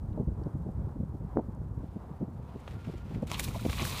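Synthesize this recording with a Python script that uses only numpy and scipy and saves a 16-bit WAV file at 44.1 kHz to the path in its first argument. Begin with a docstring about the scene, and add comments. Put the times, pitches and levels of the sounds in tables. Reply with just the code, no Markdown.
"""Pelican plunge on calm water

A pelican plunges into coastal water a few metres from a hand-held microphone. Bill, body and wings slap
the surface, trapped air rings as bubbles, and the thrown spray rains back. Other birds splash further
off, and wind eddies thump on the microphone throughout, over a dull wash of open air."""
import sys
import numpy as np
from scipy import signal
from scipy.fft import rfft, irfft
from scipy.io import wavfile
from scipy.ndimage import uniform_filter1d

SR = 44100
rng = np.random.default_rng(int(sys.argv[2]) if len(sys.argv) > 2 else 0)


def unload_audio(sound):
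    """Save the sound as a 16-bit wav file, at the path given as the first command line argument."""
    columns = np.transpose(np.atleast_2d(sound))
    # keep every value between -1 and 1, then stretch to whole-number steps
    steps = np.round(np.clip(columns, -1, 1) * 32767)
    wavfile.write(sys.argv[1], SR, steps.astype(np.int16))


N = 4 * SR
TIME = np.arange(N) / SR


def undb(db):
    """Decibels to gain."""
    return 10 ** (np.asarray(db) / 20)


def unit(x):
    """Scale to rms 1."""
    return x / np.sqrt(np.mean(x ** 2) + 1e-24)


def fader(table, column=1):
    """Gain over time from one dB column of a level curve."""
    rows = np.array(table)
    return undb(np.interp(TIME, rows[:, 0], rows[:, column]))


def colour(x, points):
    """Minimum-phase filter through (freq_hz, gain_db) points; rms 1 out."""
    hz, db = np.array(points).T
    bin_hz = np.arange(N // 2 + 1) * SR / N
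    gain = undb(np.interp(np.log(bin_hz + 1), np.log(hz), db))
    cepstrum = irfft(np.log(gain), N)
    cepstrum[1:N // 2] *= 2  # folded onto positive time, so nothing rings before its cause
    cepstrum[N // 2 + 1:] = 0
    return unit(irfft(rfft(x) * np.exp(rfft(cepstrum)), N))


def cut(x, hz, kind, order=2):
    """Butterworth filter."""
    return signal.sosfilt(signal.butter(order, hz, kind, fs=SR, output="sos"), x)


def noise():
    """White noise."""
    return rng.standard_normal(N)


def walk(rate_hz):
    """Smooth random wandering with rms 1."""
    hold = int(SR / rate_hz)
    steps = noise()[np.arange(N) // hold]
    return unit(uniform_filter1d(uniform_filter1d(steps, hold), hold))


def burst(peak_s, attack_s, decay_s):
    """Envelope that swells exponentially to 1 and dies away."""
    t = TIME - peak_s
    return np.exp(np.maximum(np.minimum(t / attack_s, -t / decay_s), -50))


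def drops(per_s, scatter_db):
    """Dense random clicks; scatter makes a few much larger than the rest."""
    clicks = (rng.random(N) < per_s / SR) * rng.choice([-1, 1], N)
    return unit(clicks * undb(scatter_db * np.minimum(rng.exponential(size=N), 5)))


def add(out, start_s, sound):
    """Mix a short sound in from a given time."""
    i = int(np.clip(start_s * SR, 0, N))
    out[i:i + len(sound)] += sound[:N - i]


# Spectrum of the open air over the water: freq_hz, gain_db
AIR_SPECTRUM = [(30, -7), (200, 1.5), (500, -3.5), (950, -2.5), (1400, -13), (2000, -24.5), (2800, -33.5),
                (6000, -40), (15000, -43.5)]
# Faint narrow bands in the background: start_s, end_s, pitch_hz, width_hz, level_db
WHINES = [(-0.3, 1.5, 8620, 450, -89.5), (2.62, 3.19, 1401, 35, -65.5)]


def air(level_db=-55.5, flicker_db=1.5):
    """Dull open-air wash with two faint whines that swell and fade."""
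    out = colour(noise(), AIR_SPECTRUM) * undb(level_db + flicker_db * walk(rate_hz=20))
    for start, end, hz, width, db in WHINES:
        progress = np.clip((TIME - start) / (end - start), 0, 1)
        swell = np.sqrt(np.abs(np.sin(np.pi * progress)))
        band = unit(cut(noise(), [hz - width / 2, hz + width / 2], "band"))
        out += undb(db) * swell * band
    return out


# Dry ticks near the microphone: peak_s, level_db, pitch_hz
TICKS = [(.131, -67.5, 3380), (.437, -62.5, 4370), (1.55, -67, 7500)]


def ticks():
    """A few faint ticks, each a brief band of noise."""
    out = np.zeros(N)
    for at, db, hz in TICKS:
        band = unit(cut(noise(), [.7 * hz, 1.35 * hz], "band", order=3))
        out += undb(db) * burst(at, attack_s=.001, decay_s=.0019) * band
    return out


# Spectrum of splashing heard from far across the water: freq_hz, gain_db
FAR_SPECTRUM = [(300, -24), (1000, 2), (2500, 0), (3600, -4), (6000, -12.5), (15000, -21)]
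# Distant birds beating the water: time_s, level_db
FAR_LEVELS = [(0, -96), (1.78, -88), (1.83, -74.5), (2.3, -80.5), (2.5, -67.5), (2.65, -65), (2.71, -60),
              (2.77, -65), (2.87, -60), (2.98, -61), (3.04, -66), (3.15, -60.5), (3.26, -66.5), (4, -68)]


def far_birds(flicker_db=1.2):
    """Soft uneven patter of birds taking off from the water further away."""
    patter = colour(drops(per_s=2500, scatter_db=2), FAR_SPECTRUM)
    return patter * fader(FAR_LEVELS) * undb(flicker_db * walk(rate_hz=60))


# Spectrum of wind on the microphone: freq_hz, gain_db
RUMBLE_SPECTRUM = [(18, -23.5), (30, -15.5), (55, 2), (120, -0.5), (190, -7), (320, -18.5), (520, -24),
                   (900, -49), (2500, -83.5)]
# Slow rise and fall of that wind: time_s, level_db
RUMBLE_LEVELS = [(0, -40.5), (.4, -37.5), (1.1, -40.5), (1.7, -40.5), (2.05, -45), (2.3, -41.5),
                 (2.6, -44.5), (3.03, -39.5), (3.2, -35.5), (3.58, -39), (3.88, -36.5), (4, -37)]


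def wind_rumble(flicker_db=2):
    """Air flowing past the microphone makes an uneven rumble."""
    return colour(noise(), RUMBLE_SPECTRUM) * fader(RUMBLE_LEVELS) * undb(flicker_db * walk(rate_hz=35))


def eddy(t, hz):
    """Pressure of one passing eddy: a peak between two troughs."""
    u = (np.pi * hz * t) ** 2
    return (1 - 2 * u) * np.exp(-np.minimum(u, 50))


def eddy_cluster(t, length_s, hz, per_s=350, spread_oct=.3, scatter_db=3):
    """Eddies of random sign, size and pitch pass in quick succession around t = 0."""
    draws = rng.standard_normal(size=(24, 4))[:int(per_s * length_s) + 2]
    cluster = np.zeros(len(t))
    for k, (jitter, sign, size, pitch) in enumerate(draws):
        at = length_s * ((k + .5 + jitter / 2) / len(draws) - .5)
        cluster += np.sign(sign) * undb(scatter_db * size) * eddy(t - at, hz * 2 ** (spread_oct * pitch))
    return cluster / np.sqrt(np.sum(cluster ** 2) / (SR * length_s))


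# Wind thumps right on the microphone: centre_s, length_s, level_db, pitch_hz
BUFFETS = [(.035, 0.034, -35, 84), (.108, 0.036, -33, 75), (0.146, 0.017, -37.5, 129),
           (.182, .014, -34, 340), (.199, .014, -29, 105), (.205, .02, -32, 270),
           (0.229, 0.013, -37.5, 170), (.281, .016, -25, 105), (0.322, .015, -29.5, 98),
           (0.416, .012, -40, 260), (0.468, .018, -34, 219), (.555, .025, -31.5, 108),
           (.668, .028, -35.5, 180), (0.694, 0.015, -32, 160), (0.791, .018, -28.5, 100),
           (.82, .018, -34, 115), (.872, .017, -31.5, 75), (0.964, 0.015, -36, 180),
           (1.001, 0.026, -31.5, 118), (1.033, .014, -32, 145), (1.146, .024, -39, 160),
           (1.217, .016, -35, 120), (1.254, .024, -41, 174), (1.373, .028, -30, 250),
           (1.39, .012, -29.5, 500), (1.403, .018, -37.5, 300), (1.488, .016, -34.5, 145),
           (1.578, .012, -36, 110), (1.612, .022, -35.5, 90), (1.79, 0.038, -32.5, 82),
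           (1.838, 0.011, -36.5, 200), (1.965, 0.017, -35.5, 183), (2.106, 0.029, -39.5, 154),
           (2.222, .026, -31.5, 205), (2.243, .014, -38, 170), (2.288, .02, -36, 130),
           (2.355, .012, -40, 150), (2.397, .012, -37, 160), (2.559, 0.017, -38, 200),
           (2.755, 0.028, -36.5, 91), (2.885, 0.031, -34, 160), (2.944, 0.011, -40.5, 219),
           (3.115, .022, -39, 230), (3.165, .041, -34, 140), (3.229, .013, -30.5, 250),
           (3.486, .014, -35, 140), (3.617, .012, -36, 170), (3.657, .018, -28.5, 270),
           (3.687, .012, -34, 140), (3.822, .011, -28.5, 225)]


def wind_buffets(fine_db=-14.5, fine_ratio=2.6, port_hz=45, top_hz=880):
    """Each buffet is a cluster of eddies that shed finer, higher ones."""
    out = np.zeros(N)
    t = np.arange(-SR // 10, SR // 10) / SR
    for at, length, db, hz in BUFFETS:
        puff = eddy_cluster(t, length, hz) + undb(fine_db) * eddy_cluster(t, length, fine_ratio * hz)
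        out += undb(db) * np.interp(TIME - at, t, puff, left=0, right=0)
    return cut(cut(out, port_hz, "high", order=1), top_hz, "low", order=8)


# Hard eddies right on the microphone: peak_s, level_db, half_width_s
POPS = [(.2, -17, .00055), (0.2094, -21.5, 0.00065), (.28, -24, .0012), (.469, -18, .00065),
        (0.79, -25, .0012), (1.034, -27, .0008), (1.3714, -9.5, .00026), (1.393, -23.5, 0.00026),
        (1.617, -28, .00045), (2.2145, -23.5, .00055), (2.229, -22.5, .00055), (2.397, -27, 0.00059),
        (2.561, -29.5, 0.00047), (3.229, -19.5, .00038), (3.652, -22, .00045), (3.664, -20.5, .0004)]


def wind_pops(low_hz=89.5, top_hz=2380):
    """The hardest eddies hit the microphone as single sharp pressure peaks."""
    peaks = sum(undb(db) / np.cosh(np.clip((TIME - at) / width, -50, 50)) for at, db, width in POPS)
    return cut(cut(peaks, low_hz, "high", order=1), top_hz, "low", order=8)


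def bubble(hz, cycles, rise=.17):
    """Trapped air rings and rises in pitch as it fades by 60 dB."""
    age = np.linspace(0, 1, int(cycles * SR / hz) + 2)
    return np.sin(2 * np.pi * cycles * age * (1 + rise * age / 2)) * np.exp(-np.log(1000) * age)


# Spectrum of churned water a few metres off: freq_hz, gain_db
CHURN_SPECTRUM = [(150, -28), (400, -3.5), (750, -5.5), (1090, 2), (1600, -10.5), (2450, -1), (3000, -6),
                  (3900, -2), (5000, -15), (8000, -14), (15000, -31)]
# Course of the plunge, also followed by spatter and spray: time_s, churn_db, spray_db
PLUNGE = [(3.262, -90, -79), (3.275, -53, -59), (3.29, -57.5, -63), (3.335, -40.5, -47),
          (3.365, -51.5, -59.5), (3.405, -47.5, -45), (3.425, -53.5, -61), (3.46, -51, -51.5),
          (3.52, -56, -56), (3.56, -51.5, -54), (3.63, -55, -57.5), (3.70, -48, -49.5), (3.755, -49, -49),
          (3.805, -37.5, -47), (3.87, -45, -40.5), (3.93, -42, -48), (4, -42, -45)]
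PLUNGE_START_S = PLUNGE[0][0]


def churn(bubbles_per_s=2200, cycles=13, scatter_db=2, foam_db=-6):
    """A cloud of bubbles and foam where the pelican goes in and the water falls back."""
    cloud = np.zeros(N)
    span_s = N / SR - PLUNGE_START_S
    for when, pitch, size, ring in rng.random(size=(int(bubbles_per_s * span_s), 4)):
        hz = 500 * 14 ** pitch  # 500 to 7000 Hz
        gain = undb(scatter_db * min(-np.log(1 - size), 3.5)) * hz
        add(cloud, PLUNGE_START_S + when * span_s, gain * bubble(hz, cycles * (.5 + ring)))
    cloud = colour(cloud, CHURN_SPECTRUM) * np.sqrt(span_s * SR / N)  # rms 1 while it sounds
    foam = undb(foam_db) * colour(drops(per_s=5000, scatter_db=0), CHURN_SPECTRUM)
    return (cloud + foam) * fader(PLUNGE)


def spatter(per_s=100, pitch_hz=3400, spread_oct=.55, above_churn_db=10, scatter_db=2):
    """Heavy drops land one by one with very short pings, following the level of the churn."""
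    out = np.zeros(N)
    for k, (late, pitch, size) in enumerate(np.clip(rng.standard_normal(size=(300, 3)), -2, 2)):
        ping = bubble(pitch_hz * 2 ** (spread_oct * pitch), cycles=7)
        add(out, PLUNGE_START_S + (k + late) / per_s, undb(above_churn_db + scatter_db * size) * ping)
    return out * fader(PLUNGE)


# Spectrum of fine spray a few metres off: freq_hz, gain_db
SPRAY_SPECTRUM = [(500, -31), (2000, -5.5), (4000, -2), (7300, -2), (9000, -2.5), (12500, -4),
                  (15000, -4.5)]
# Sheets of spray torn up by the wings: peak_s, level_db, attack_s, decay_s
SHEETS = [(3.383, -51, 0.0055, .006), (3.445, -35, .01, 0.0045)]


def spray(mist_db=-2, flicker_db=1.33):
    """Fine drops hiss on the surface, surging with the sheets thrown by the wings."""
    hiss = colour(drops(per_s=6000, scatter_db=4) + undb(mist_db) * noise(), SPRAY_SPECTRUM)
    shower = fader(PLUNGE, column=2) * undb(flicker_db * walk(rate_hz=90))
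    sheets = sum(undb(db) * burst(at, attack, decay) for at, db, attack, decay in SHEETS)
    return hiss * (shower + sheets)


# Single large bubbles around the pelican: start_s, pitch_hz, level_db, ring_cycles
PLOPS = [(3.322, 1010, -37, 19), (3.334, 2700, -33, 9.9), (3.3445, 3250, -21, 10), (3.348, 2930, -27, 16),
         (3.357, 2640, -32, 17), (3.45, 3605, -30, 20), (3.511, 1270, -41, 22), (3.547, 885, -35, 26),
         (3.553, 980, -33, 25), (3.56, 650, -30, 24), (3.595, 1364, -40, 37), (3.699, 2600, -35, 13),
         (3.73, 1079, -34.5, 18), (3.783, 2100, -29, 12), (3.789, 3900, -28, 14), (3.814, 3800, -27, 14),
         (3.837, 3300, -30, 14), (3.796, 2270, -29, 22), (3.796, 1050, -30, 16), (3.809, 1100, -34, 17),
         (3.852, 1620, -24, 12), (3.874, 1110, -36, 16), (3.897, 4500, -27, 16)]


def plops():
    """Large air pockets pinch off and ring one by one."""
    out = np.zeros(N)
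    for at, hz, db, cycles in PLOPS:
        add(out, at, undb(db) * bubble(hz, cycles))
    return out


# Spectrum of a slap on open water: freq_hz, gain_db
SLAP_SPECTRUM = [(150, -17), (500, 8.5), (1000, 3.5), (1600, -0.5), (2400, 5), (3500, -1.5), (5200, -5),
                 (7300, -0.5), (12000, -5.5), (15000, -4)]
# Slaps on the water, far and near: peak_s, level_db, attack_s, decay_s, brightness_hz
SLAPS = [(2.603, -63, .006, .0088, 11000), (2.678, -39, 0.00098, 0.0037, 2300),
         (2.712, -55, 0.0046, .006, 4500), (2.85, -52, .004, .006, 3500), (2.98, -57.5, .004, 0.0066, 6000),
         (3.148, -47, .0019, 0.0055, 3000), (3.224, -55, .001, .002, 12000), (3.24, -62, .003, .004, 9000),
         (3.271, -48.5, .0008, 0.0072, 11000), (3.301, -43.5, .004, .005, 6000),
         (3.3162, -27, .0003, 0.00098, 6000), (3.396, -28, 0.0018, 0.0032, 14000),
         (3.404, -38, 0.0032, .007, 14000), (3.478, -43, .0015, .004, 4500),
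         (3.485, -42, .002, 0.0044, 9000), (3.653, -40, .003, .006, 3500), (3.698, -35, 0.0022, .004, 4530),
         (3.73, -35.5, .0012, 0.0042, 4500)]


def slaps():
    """Birds hit the surface with short wet cracks."""
    crack = colour(noise(), SLAP_SPECTRUM)
    return sum(undb(db) * burst(at, attack, decay) * unit(cut(crack, hz, "low"))
               for at, db, attack, decay, hz in SLAPS)


# Flat contact with the water a few metres off: start_s, peak_db, brightness_hz
SMACKS = [(3.316, -19, 6460), (3.3974, -15, 9500), (3.984, -25, 6000)]


def smacks(low_hz=1200):
    """The pelican's body and wings land flat: one sharp pressure spike each."""
    out = np.zeros(N)
    for at, db, hz in SMACKS:
        spike = cut(signal.unit_impulse(SR // 100), hz, "low")
        spike = cut(spike, low_hz, "high", order=1)
        add(out, at, undb(db) * spike / np.abs(spike).max())
    return out


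def scene():
    """One hand-held microphone by open water, with no echo."""
    wind = wind_rumble() + wind_buffets() + wind_pops()
    background = air() + ticks() + far_birds()
    splashes = churn() + spray() + spatter() + slaps() + smacks() + plops()
    return (wind + background + splashes)[None]


def record(dry, top_hz=15250):
    """The recorder cuts the top treble steeply."""
    return signal.sosfilt(signal.ellip(10, .2, 80, top_hz, fs=SR, output="sos"), dry)


dry = scene()
out = record(dry)
unload_audio(out)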